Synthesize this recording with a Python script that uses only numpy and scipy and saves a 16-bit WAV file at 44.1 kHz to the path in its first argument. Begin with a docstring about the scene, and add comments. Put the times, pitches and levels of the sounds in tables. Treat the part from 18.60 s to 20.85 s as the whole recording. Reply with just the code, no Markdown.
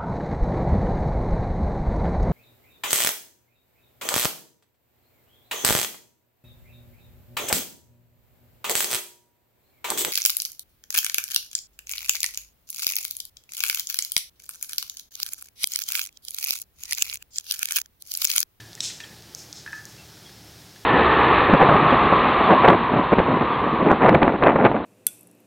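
"""At the edge of a wood, a metal oil can is swung up to a stopped old engine.
Its handle and spout click sharply, its body clinks, and rubbing metal gives a few faint squeaks.
Trunks and leaves scatter the clicks and clinks back as a soft swell.
Behind them are low air rumble, leaf hiss, a far motor's hum and a faint insect."""
import sys
import numpy as np
from scipy import signal
from scipy.fft import rfft, irfft
from scipy.io import wavfile
from scipy.ndimage import uniform_filter1d

SR = 44100
rng = np.random.default_rng(int(sys.argv[2]) if len(sys.argv) > 2 else 0)


def unload_audio(sound):
    """Save the sound as a 16-bit wav file, at the path given as the first command line argument."""
    columns = np.transpose(np.atleast_2d(sound))
    # keep every value between -1 and 1, then stretch to whole-number steps
    steps = np.round(np.clip(columns, -1, 1) * 32767)
    wavfile.write(sys.argv[1], SR, steps.astype(np.int16))


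N = 99225


def undb(db):
    return 10 ** (np.asarray(db) / 20)


def unit(x):
    return x / np.sqrt(np.mean(x ** 2))


def fade(t, t60_s):
    return np.exp(-np.log(1000) * t / t60_s)


def mode(t, hz, t60_s):
    return fade(t, t60_s) * np.sin(2 * np.pi * hz * t)


def bell(f, hz, octaves):
    return np.exp(-.5 * (np.log2(f / hz) / octaves) ** 2)


def noise(gain):
    """Noise shaped by gain(Hz), rms 1."""
    hz = np.maximum(np.fft.rfftfreq(N, 1 / SR), 1)
    return unit(irfft(rfft(rng.standard_normal(N)) * gain(hz), N))


def band(hz, octaves):
    return noise(lambda f: bell(f, hz, octaves))


def drift(rate_hz):
    """Smooth random drift, rms 1."""
    hold = int(SR / rate_hz)
    steps = np.repeat(rng.standard_normal(N // hold + 1), hold)
    return unit(uniform_filter1d(uniform_filter1d(steps, hold), hold)[:N])


def add(track, start_s, sound):
    i = int(start_s * SR)
    track[i:i + len(sound)] += sound[:N - i]


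# Handle and spout contacts. Each row: start in seconds, level in dB, centre in Hz, width in octaves,
# relative snap in dB, send to the trees in dB.
CLICKS = [(0.131, -28, 4400, 0.41, -18, -2), (0.152, -25, 6100, 0.48, -11, -11),
          (0.2051, -11, 4910, 0.58, -19.5, 9.5), (0.404, -32, 4500, 1, -17, -14),
          (0.45, -42, 6000, 0.56, -9, -12), (0.563, -43, 5500, 0.73, -12, -15),
          (0.623, -33, 4600, .5, -16, -12), (0.7487, -17.5, 5680, 0.27, -5, -0.5),
          (0.9281, -19.5, 5100, 0.38, -31, 3), (1.124, -32, 5400, 0.28, -8, 6),
          (1.254, -24.5, 5800, 0.32, -4, -3)]
# Their resonances. Each row: frequency in Hz, relative level in dB, T60 in seconds.
CLICK_MODES = [(2630, 1, 0.0031), (3530, -1, 0.0049), (4135, -1.5, 0.0037), (5230, 0, 0.0035),
               (6300, -1.5, 0.0054), (6910, -3, 0.0067), (7830, 4, 0.0024)]


def clicks(t):
    """Hard contacts ring for a few milliseconds; each favours its own part of the treble."""
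    direct, send = np.zeros(N), np.zeros(N)
    t = t[:SR // 20]
    for start_s, db, centre_hz, octaves, snap_db, send_db in CLICKS:
        ring = sum((-1) ** k * undb(mode_db) * bell(hz, centre_hz, octaves) * mode(t, hz, t60_s)
                   for k, (hz, mode_db, t60_s) in enumerate(CLICK_MODES))
        snap = undb(snap_db) * band(hz=10500, octaves=0.39)[:len(t)] * fade(t, t60_s=0.0054)
        click = undb(db) * (ring / np.abs(ring).max() + .5 * snap)
        add(direct, start_s, click)
        add(send, start_s, undb(send_db) * click)
    return direct + trees(send)


# Handle resonances. Each row: frequency in Hz, level in dB, T60 in seconds.
HANDLE_MODES = [(2720, -27.5, 0.005), (3890, -13.5, 0.0094), (5500, -12, 0.011), (6260, -19.5, 0.009),
                (7800, -18, 0.005)]


def handle(t):
    """The hardest click sets the handle ringing a little longer."""
    start_s, rise_s = 0.2053, 0.00019
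    age_s = np.maximum(t - start_s, 0)
    ring = sum(undb(db) * mode(age_s, hz, t60_s) for hz, db, t60_s in HANDLE_MODES)
    return ring * (1 - np.exp(-age_s / rise_s))


# Knocks on the can's body. Each row: start in seconds, level in dB, pitch ratio,
# relative scuff in dB, ring length ratio.
CLINKS = [(0.002, -39, 1, 0.5, 0.91), (0.176, -38.5, 1.08, -10, 0.4), (0.298, -38.5, 1.15, 7, 0.17),
          (0.402, -36, 1.02, 5.5, 1.43), (0.441, -42, 1.03, 7, 1), (1.062, -26, 0.96, -14, 0.3),
          (1.0758, -27, 1.0, -22, 0.56), (1.1296, -23.5, 0.99, -19, 0.85), (1.57, -43, 0.84, -4, 0.15),
          (1.692, -39, 0.94, -4, 0.17), (2.16, -39, 0.97, -4, 0.27)]
# Body resonances. Each row: frequency in Hz, relative level in dB, T60 in seconds.
BODY_MODES = [(932, -15.5, 0.12), (1290, -14, 0.14), (1658, -9, 0.38), (1703, 4, 0.026), (1753, 0.5, 0.19),
              (2570, -12, 0.077)]


def clinks(t):
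    """Rounded knocks ring the can with a scuff of contact noise; lasting contact cuts the ring short."""
    direct = np.zeros(N)
    t = t[:SR // 2]
    contact_s, send_db = 0.00074, -6
    attack = 1 - np.exp(-(t / contact_s) ** 2)
    for start_s, db, pitch_ratio, scuff_db, length_ratio in CLINKS:
        ring = sum(undb(mode_db) * mode(t, hz * pitch_ratio, t60_s * length_ratio)
                   for hz, mode_db, t60_s in BODY_MODES)
        scuff = undb(scuff_db) * band(hz=2850, octaves=0.88)[:len(t)] * fade(t, t60_s=0.084)
        add(direct, start_s, undb(db) * attack * (ring + scuff) / 2)
    return direct + trees(undb(send_db) * direct)


# Faint squeaks. Each row: start in seconds, length in seconds, centre in Hz, level in dB.
SQUEAKS = [(0.436, 0.0068, 3235, -38.5), (1.367, 0.077, 2670, -55.5), (1.646, 0.047, 3290, -53.5)]


def squeaks():
    """Metal rubbing on metal gives brief, narrow tones."""
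    out = np.zeros(N)
    for start_s, length_s, hz, db in SQUEAKS:
        n = int(length_s * SR)
        add(out, start_s, undb(db) * band(hz, octaves=0.025)[:n] * np.hanning(n) ** .5)
    return out


def trees(send):
    """Near echoes off the engine and ground, then a swell from countless trunks and leaves."""
    t = np.arange(SR) / SR
    rise_s, steepness = 0.03, 3.27
    near_db, far_db, return_db = -10.5, -23, -1
    near = undb(near_db) * fade(t, t60_s=0.092)
    swell = 1 - np.exp(-(t / rise_s) ** steepness)
    tail = fade(t, t60_s=0.4) + undb(far_db) * fade(t, t60_s=0.78)
    echoes = (near + swell * tail) * rng.standard_normal(SR)
    return undb(return_db) * signal.fftconvolve(send, echoes / np.linalg.norm(echoes))[:N]


# Spectrum of open air and leaves. Each row: frequency in Hz, relative density in dB.
AIR_SPECTRUM = [(15, -44), (25, -19), (86, -9.5), (113, -2), (183, -4.5), (253, -12), (331, -8), (537, -15),
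                (848, -14), (1050, -19.5), (1530, -17.5), (2850, -19.5), (3340, -16.5), (3930, -16.5),
                (5280, -15), (8350, -24.5), (15500, -25.5)]


def air_and_leaves():
    """Low rumble and leaf hiss flicker slightly; only the highest hiss differs between the ears."""
    level_db, flicker_db, side_db = -48, 0.4, -69.5
    hz, db = np.array(AIR_SPECTRUM).T
    air = noise(lambda f: undb(np.interp(np.log(f), np.log(hz), db)))
    side = undb(side_db) * band(hz=12200, octaves=0.4)
    mid = undb(level_db + flicker_db * drift(rate_hz=13.6)) * air
    return mid + side * np.array([[1], [-1]])


# Motor harmonics. Each row: multiple of the shaft rate, level in dB.
MOTOR_HARMONICS = [(2, -64), (3, -57.5), (4, -65), (5, -68), (8, -63.5)]


def far_motor():
    """A far motor hums at multiples of its wavering shaft rate; each drifts in level."""
    shaft_hz, wander_ratio, swell_db = 37.04, 0.01414, 3.5
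    rate_hz = shaft_hz * (1 + wander_ratio * drift(rate_hz=8))
    phase = 2 * np.pi * np.cumsum(rate_hz) / SR
    hum = np.zeros(N)
    for multiple, db in MOTOR_HARMONICS:
        gain = undb(db + swell_db * drift(rate_hz=9.13))
        hum += gain * np.sin(multiple * phase + rng.uniform(0, 2 * np.pi))
    return hum


def insect(t):
    """A far insect's thin trill swells and fades."""
    peak_db, peak_s, spread_s = -60, 1.73, 0.17
    swell = np.exp(-.5 * ((t - peak_s) / spread_s) ** 2)
    return undb(peak_db) * swell * band(hz=5290, octaves=0.013)


def scene():
    """The oil can, centred in the outdoor background."""
    t = np.arange(N) / SR
    oil_can = clicks(t) + handle(t) + clinks(t) + squeaks()
    return oil_can + insect(t) + far_motor() + air_and_leaves()


def record(dry):
    """A steep low-pass cuts the highest treble."""
    cutoff_hz = 16000
    return signal.sosfilt(signal.ellip(10, .1, 70, cutoff_hz, fs=SR, output="sos"), dry)


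dry = scene()
out = record(dry)
unload_audio(out)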